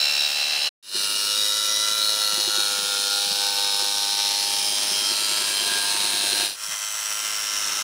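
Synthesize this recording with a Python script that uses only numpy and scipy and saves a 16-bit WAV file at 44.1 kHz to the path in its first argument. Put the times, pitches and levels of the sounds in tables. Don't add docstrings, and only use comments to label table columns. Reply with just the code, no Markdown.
import sys
import numpy as np
from scipy import signal
from scipy.fft import irfft
from scipy.io import wavfile
from scipy.ndimage import uniform_filter1d, map_coordinates

SR = 44100
rng = np.random.default_rng(int(sys.argv[2]) if len(sys.argv) > 2 else 0)


def dump_mix(stems):
    frames = np.atleast_2d(stems).T
    limited = np.clip(frames, -1, 1)
    pcm = np.round(limited * 32767).astype(np.int16)
    wavfile.write(sys.argv[1], SR, pcm)


N = 345303

# start/s, end/s, level/dB, swell/(dB/s), attack/s, offset at onset/dB, release/s
STRETCHES = [(0, 0.692, -25, -0.5, 0.0027, 2, 0.014), (0.826, 6.56, -24, 0.2, .14, -24.5, 0.11),
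             (6.55, 7.83, -27.5, 4, 0.085, -10, .01)]
# t/s, half-stroke rate/Hz
STROKE_RATES = [
    [(0.0, 72.65), (0.288, 72.27), (0.388, 73.2), (0.69, 73.4)],
    [(0.9, 100.6), (1.16, 101.8), (1.46, 103.6), (1.73, 104.8), (1.98, 105.6), (2.6, 102.8), (2.8, 100.5),
     (2.96, 100), (3.22, 100.7), (4.33, 101.1), (4.6, 101.2), (5.08, 101.7), (5.25, 102.3), (5.8, 100.9),
     (5.97, 101.4), (6.5, 101)],
    [(6.6, 105), (6.762, 103.2), (7.106, 105.3), (7.578, 103.4), (7.758, 101.4), (7.82, 101.6)],
]
# t/s, binding/(0-1)
BINDING = [(.06, 0.25), (.28, 0), (.55, 0.57), (.85, 0.45), (1.5, 0.07), (2.3, 0.06), (2.8, 0.29),
           (4.2, 0.22), (4.85, 0.56), (5.2, 0.51), (5.7, 0.55), (6.45, 0.65), (6.65, 0.3), (7.25, 0.21),
           (7.83, 0.61)]
# f/Hz, level/dB
KNOCK_BALANCE = [(100, -10.5), (330, -6.5), (520, 2), (900, 1.5), (2000, -0.5), (4000, -0.5), (5500, -0.5),
                 (7000, 6.5), (10000, -16)]
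# t/s, half-length/s, extra bite/dB
CATCHES = [(6.381, 0.099, 2), (6.734, .03, 7.5), (7.742, 0.18, 2.5)]
# f/Hz, level/dB
COLOURS = [
    [(30, -34), (150, -27), (380, -22), (560, -12.5), (800, -7), (1000, -16), (1500, -8), (2200, -9),
     (2800, -0.5), (3400, -8), (4500, -1.5), (5400, -6), (6500, -11.5), (9500, -14), (12500, -25),
     (15400, -18)],
    [(30, -27), (100, -22.5), (300, -13.5), (600, -12), (1050, -13), (1400, -10), (2000, -11.5), (2800, -5),
     (3400, -2), (4200, -2.5), (5400, 0), (7200, -11), (9000, -7.5), (10800, -8), (12200, -21.5),
     (13800, -18.5), (15400, -15)],
    [(30, -25), (150, -20.5), (400, -18), (700, -12.5), (1300, -4), (2300, -6.5), (3000, -0.5), (3500, -7),
     (4100, -5.5), (4700, -9.5), (5600, 2), (7000, -6), (9500, -6.5), (12500, -18.5), (15400, -12.5)],
]
# f/Hz, width/Hz, gain/dB
STEADY_MODES = [
    [(218, 40, 11.5), (2720, 130, -7), (4040, 260, 7.5)],
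    [(929, 77, 7), (2340, 53, 3.5), (4170, 400, 2), (6800, 270, 3)],
    [(583, 87, 5.5), (1340, 70, 6), (1570, 50, 6.5), (2070, 79, 6.5)],
]
# middle/s, duration/s, f/Hz, width/Hz, gain/dB
PASSING_MODES = [(1.04, 0.33, 6560, 260, -10), (1.4, 2.5, 7500, 220, -6.5), (0.97, 0.47, 3480, 199, -8),
                 (1.2, 0.8, 8000, 250, 5), (1.4, 1.33, 795, 150, -14), (1.71, 1.92, 2143, 163, -15),
                 (1.8, 0.8, 2690, 170, -12), (1.67, 1.9, 3080, 447, -3.5), (1.63, 1.93, 2900, 105, 11.5),
                 (1.89, 0.72, 625, 60, 6.5), (1.99, 1.27, 2010, 73, 16.5), (2.23, 2.7, 1390, 120, 4),
                 (2.607, 2.72, 501, 57, 10), (2.45, 1.4, 4800, 450, -4.5), (3.3, 1.5, 2034, 160, -12),
                 (3.75, 2.83, 808, 66, 7.5), (3.88, 1.64, 808, 70, 7.5), (4.02, 1.27, 909, 70, 8.5),
                 (3.77, 0.96, 1506, 73.4, 9.5), (3.945, 0.71, 1184, 110, 8.5), (4.518, 0.55, 1440, 110, -8),
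                 (5.2, 0.88, 3750, 260, -6), (5.5, 2, 7040, 300, -4.5), (5.096, 0.99, 630, 54, 6.5),
                 (5.5, 2.06, 3500, 230, -4), (5.45, 2.14, 8840, 400.6, 6.5), (5.7, 0.83, 1020, 110, 8),
                 (5.84, 1.4, 5600, 1000, -4.5), (5.9, 1.2, 1630, 130, 9), (6.018, 0.95, 682, 64, 9.5),
                 (6.15, 0.79, 915, 80, 4), (5.83, 1.44, 2720, 180, 4), (6.856, 0.44, 320, 240, -9.5),
                 (6.8, 0.67, 2210, 92, -9), (6.85, .7, 2970, 99, -7), (6.75, 0.68, 6720, 200, -11),
                 (7.55, 0.62, 320, 190, 5), (7.681, 0.64, 5500, 800, 4)]
# start/s, end/s, mid f/Hz,
# glide/(Hz/s), fade/s, level re sawing/dB, place in half-stroke/(0-1), burst sharpness, looseness/rad
PULSED_TONES = [(-.1, .75, 2717, 0, .08, -8.5, .95, 1.9, 0.35), (-.1, .75, 3990, 0, .08, -4, 0.3, 6, .7),
                (.17, .28, 3860, 0, .04, -3.5, .3, 2.7, .5), (0, .75, 5300, 0, .08, -9, .2, 4, .9),
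                (0.85, 1.33, 4160, 0, .08, -7.5, .1, 1.8, 0.48),
                (1.045, 1.367, 2900, 0, 0.072, -11.5, 0.13, 0.6, 0.33),
                (1.15, 1.9, 5600, 300, .08, -9, .22, 1.9, .55),
                (1.27, 1.733, 3820, 0, .08, -3, 0.06, 2.4, .38),
                (1.0, 1.47, 1370, 0, 0.068, -19, 0, 1.3, 0.52),
                (1.46, 1.74, 1363, 0, .06, -11, 0.28, 0.36, .3),
                (1.72, 2.13, 3890, 0, .06, -7, .05, 2.4, .25),
                (1.8, 2.36, 1374, 0, 0.09, -12.5, .1, 0.59, 0.3),
                (2, 2.71, 4270, -60, 0.067, -2.5, .11, 2.4, 0.24),
                (2, 2.684, 3850, -150, 0.092, -9, 0.05, 2.1, 0.4),
                (2.5, 2.64, 1440, 0, .05, -17, 0, 0.51, 0.4),
                (2.5, 2.98, 1396, 0, 0.061, -13.5, 0.09, 0.8, .4),
                (3, 3.2, 1396, 0, .05, -14.5, 0.08, 0.8, .4), (2.7, 4.4, 4125, 0, 0.11, -15, .1, .6, .2),
                (2.85, 3.08, 3540, 0, .08, -12.5, .05, 1.5, .4),
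                (3.114, 4.409, 3785, 0, .08, -11, .05, 0.64, 0.2),
                (3, 4.9, 5300, -100, 0.38, -11.5, .15, 2.6, 0.91),
                (4.88, 5.12, 5250, 0, .06, -9, .15, 3, 0.52),
                (5, 5.28, 4900, -1500, .06, -10.5, 0.1, 3, 0.73),
                (3, 4.5, 4230, 0, .1, -10.5, .15, 1.6, 0.3),
                (4.47, 5.12, 3185, 0, .03, -8.5, .15, 1.6, 0.25),
                (5.08, 5.75, 3160, -50, .25, -9.5, .15, 1.8, .33),
                (5.5, 6.42, 3130, 0, .2, -17.5, .15, .8, .35),
                (5.077, 5.945, 4090, 0, .08, -10.5, 0.24, 2.7, 0.67),
                (5, 5.45, 1350, 0, .08, -21, 0.09, 0.48, 0.31), (4.45, 5.9, 3845, 0, .1, -21, .1, .4, .15),
                (5.68, 5.91, 1615, 0, 0.086, -12, .1, 0.38, 0.21),
                (5.92, 6.52, 3850, 0, .08, -11.5, 1, 1, 0.22),
                (5.88, 6.54, 4150, 0, 0.096, -7.5, .1, 2.1, .45),
                (6.62, 7.65, 3095, -80, .1, -14, .25, 1.4, 0.33),
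                (6.7, 7.9, 5730, -540, .15, -10, 0.1, 5, 1.3)]
# t/s, mesh tone/dB, octave/dB
GEAR_LEVELS = [(0, -12, -3), (.69, -23, -20), (.85, -9, -19), (1.5, -7.5, -22), (2.4, -15, -40),
               (2.9, -8.5, -38), (3.9, -15, -31), (4.6, -16.5, -18), (5.5, -19, -11), (6.3, -18, -26),
               (6.9, -24, -6.5), (7.83, -18, -21)]
# start/s, count, level/dB, ring f/Hz
BOUNCES = [(0.942, 1, -36, 362), (2.32, 1, -44, 174), (2.376, 3, -32, 355), (2.775, 1, -40, 206),
           (2.82, 1, -41, 175), (3.265, 1, -41, 181), (3.305, 1, -42, 185.1), (3.822, 1, -36, 398),
           (4.718, 9, -38, 361), (5.605, 2, -34.5, 355), (5.654, 2, -37, 413), (5.934, 6, -36, 361),
           (6.675, 1, -47, 180)]


def gain_of(db):
    return 10 ** (np.asarray(db) / 20)


def unit_rms(x):
    return x / np.sqrt(np.mean(x ** 2) + 1e-20)


def spectrum_gain(points, hz):
    f, db = np.transpose(points)
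    return gain_of(np.interp(np.log(hz + 1), np.log(f + 1), db))


def follow(rows, t):
    times, *columns = np.transpose(rows)
    return [np.interp(t, times, column) for column in columns]


def add(mix, start_s, sound):
    part = mix[max(round(start_s * SR), 0):][:len(sound)]
    part += sound[:len(part)]


def wander(t, hz):
    knots = (t - t[0]) * hz
    return unit_rms(map_coordinates(rng.standard_normal(8192), [knots], order=2, mode="wrap"))


def by_binding(t, free, bound):
    return free + (bound - free) * np.clip(follow(BINDING, t)[0], 0, 1)


def knocks(half_strokes, distinct, partials=120, shapes=24, spread=0.63, scatter=0.82, ringing=0.871):
    low = 1 / (1 + (np.arange(1, partials + 1) / 20) ** 4)
    steps, chance = rng.random((2, partials))
    rattle = spread / 2 * signal.sawtooth(2 * np.pi * np.cumsum(0.26 * steps), 0.5)
    loose = np.linspace(0, scatter, shapes)[:, None]
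    delay = rattle * (1 - low) + (chance - 0.5) * (ringing * low + loose * (1 - low))
    spectra = np.pad(np.exp(-2j * np.pi * np.cumsum(delay, axis=1)), [(0, 0), (1, 0)])
    cycles = irfft(spectra, 4096) * 2048
    position = [(1 - distinct) * (shapes - 1), half_strokes % 1 * cycles.shape[1]]
    return map_coordinates(cycles, position, order=1, mode="nearest")


def rasp(t, half_strokes, distinct, depth_db=4.0, chips_db=1.42, lag_cycles=0.19):
    burst_db = depth_db * distinct * np.cos(2 * np.pi * (half_strokes - lag_cycles))
    return unit_rms(rng.standard_normal(len(t)) * gain_of(burst_db + chips_db * wander(t, 700)))


def catch_db(t):
    return sum(db * np.exp(-((t - at_s) / half_s) ** 2) for at_s, half_s, db in CATCHES)


def resonance_db(t, f, modes, fade_s=0.19, patchy_db=3.0, patchy_hz=1500):
    def peak(centre_hz, width_hz, db):
        return db * np.exp(-2 * ((f - centre_hz) / width_hz) ** 2)
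    steady = sum(peak(*mode) for mode in modes)
    passing = sum(peak(*mode) * np.clip((length_s / 2 - abs(t - middle_s)) / fade_s + 0.5, 0, 1)
                  for middle_s, length_s, *mode in PASSING_MODES)
    patches = uniform_filter1d(rng.standard_normal((len(f), len(t))), size=6, axis=0)
    patches = unit_rms(uniform_filter1d(patches, size=36, axis=1))
    return steady + passing + patchy_db * patches * f / (f + patchy_hz)


def body(t, knock, teeth, colour, modes, bite_hz=2400, ring_hz=1500):
    hz, frame_s, (knock, teeth) = signal.stft([knock, teeth], SR, nperseg=2048, noverlap=1536)
    frame_s, f = frame_s + t[0], hz[:, None]
    ring_db = resonance_db(frame_s, f, modes)
    tone, balance = spectrum_gain(colour, f), spectrum_gain(KNOCK_BALANCE, f)
    bite_db = (by_binding(frame_s, free=-6, bound=5.5) + catch_db(frame_s)) / (1 + (f / bite_hz) ** 2)
    teeth_db = bite_db + np.minimum(ring_db, ring_db * f / (f + ring_hz))
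    drive = (balance * knock * gain_of(ring_db) + teeth * gain_of(teeth_db)) / np.sqrt(1 + balance ** 2)
    treble_rms = np.sqrt(np.mean((tone * gain_of(ring_db)) ** 2 * (f > 2000), axis=0))
    return signal.istft(drive * tone / treble_rms, nperseg=2048, noverlap=1536)[1][:len(t)]


def pulsed_tone(t, half_strokes, rate_hz, row, drift_per_rad=0.004, detune_per_rad=0.014,
                scatter_db=1.5, waver_db=1.74):
    start_s, end_s, mid_hz, glide_hz_per_s, fade_s, level_db, place, sharpness, loose_rad = row
    active = (t > start_s - fade_s / 2) & (t < end_s + fade_s / 2)
    chance, out = rng.standard_normal((1024, 3)), np.zeros(len(t))
    if active.any():
        now = t[active]
        index, progress = np.divmod(half_strokes[active] - place + 0.5, 1)
        slip, higher, harder = chance[index.astype(int) % len(chance)].T
        pitch_hz = mid_hz + glide_hz_per_s * (now - (start_s + end_s) / 2)
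        pitch_hz *= 1 + loose_rad * (drift_per_rad * wander(now, 9) + detune_per_rad * higher)
        phase = 2 * np.pi * pitch_hz * (progress - 0.5) / rate_hz[active] + loose_rad * slip
        burst = np.sin(np.pi * progress) ** sharpness
        burst *= gain_of(scatter_db * harder + waver_db * wander(now, 14.04))
        gate = np.clip(np.minimum(now - start_s, end_s - now) / fade_s + 0.5, 0, 1)
        out[active] = gain_of(level_db) * gate * unit_rms(burst * np.sin(phase))
    return out


def gear_whine(t, half_strokes, mesh_order=37, trim_db=-2, third_db=-25, backlash_rad=0.5):
    first_db, second_db = follow(GEAR_LEVELS, t)
    mesh = 2 * np.pi * mesh_order * half_strokes + backlash_rad * wander(t, 40)
    load = unit_rms(1 + 0.69 * np.cos(2 * np.pi * half_strokes) + 0.15 * wander(t, 110))
    loaded = load * (gain_of(first_db) * np.sin(mesh) + gain_of(second_db) * np.sin(2 * mesh))
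    return np.sqrt(2) * (gain_of(trim_db) * loaded + gain_of(third_db) * np.sin(3 * mesh))


def envelope_db(t, rate_hz, level_db, swell_db_per_s, attack_s, onset_db, release_s,
                release_db=-13, speed_db_per_hz=0.16, catch_share=0.22):
    attack = np.clip(1 - (t - t[0]) / attack_s, 0, 1)
    release = np.clip(1 - (t[-1] - t) / release_s, 0, 1)
    hold_db = level_db + swell_db_per_s * (t - t.mean()) + speed_db_per_hz * (rate_hz - rate_hz.mean())
    return hold_db + onset_db * attack + release_db * release + catch_share * catch_db(t)


def jigsaw(stretch, rates, colour, modes, drift=0.001992, jitter_cycles=0.00053, waver_db=1.21):
    start_s, end_s, *envelope = stretch
    t = np.arange(round(start_s * SR), round(end_s * SR)) / SR
    rate_hz = follow(rates, t)[0]
    distinct = by_binding(t, free=0.73, bound=0.12)
    half_strokes = np.cumsum(rate_hz * (1 + drift * wander(t, 25))) / SR
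    knock = knocks(half_strokes + jitter_cycles * wander(t, 130), distinct)
    knock *= gain_of(waver_db * wander(t, 90))
    knock *= 2 * np.sqrt(rate_hz / SR)
    cut = body(t, knock, rasp(t, half_strokes, distinct), colour, modes)
    tones = sum(pulsed_tone(t, half_strokes, rate_hz, row) for row in PULSED_TONES)
    sound = (cut + tones + gear_whine(t, half_strokes)) * gain_of(envelope_db(t, rate_hz, *envelope))
    return sound * signal.windows.tukey(len(t), 200 / len(t))


def shoe_bounce(level_db, ring_hz, swell_s=0.013, t60_s=0.056, thud_hz=(160, 520), trim_db=-1.5):
    t = np.arange(SR // 6) / SR
    band = signal.butter(2, thud_hz, "band", fs=SR, output="sos")
    thud = unit_rms(signal.sosfilt(band, rng.standard_normal(len(t))))
    shape = (1 - np.exp(-(t / swell_s) ** 2)) * gain_of(-60 * t / t60_s)
    ring = np.sin(2 * np.pi * ring_hz * t)
    return gain_of(level_db + trim_db) * shape / shape.max() * (ring + 0.44 * thud)


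def shoe_chatter(mix, gap_s=0.0975, scatter_s=0.0042, scatter_db=2, detune=0.04):
    for start_s, count, level_db, ring_hz in BOUNCES:
        for k, (late, harder, higher) in enumerate(rng.uniform(-1.07, 1, (count, 3))):
            thump = shoe_bounce(level_db + scatter_db * harder, ring_hz * (1 + detune * higher))
            add(mix, start_s + k * gap_s + scatter_s * late, thump)


def scene():
    mix = np.zeros(N)
    for stretch, rates, colour, modes in zip(STRETCHES, STROKE_RATES, COLOURS, STEADY_MODES):
        add(mix, stretch[0], jigsaw(stretch, rates, colour, modes))
    shoe_chatter(mix)
    return mix[None]


def record(dry, cutoff_hz=15680):
    lowpass = signal.firwin(511, cutoff_hz, window=("kaiser", 9), fs=SR)
    return signal.oaconvolve(dry, lowpass[None], "same")


dry = scene()
out = record(dry)
dump_mix(out)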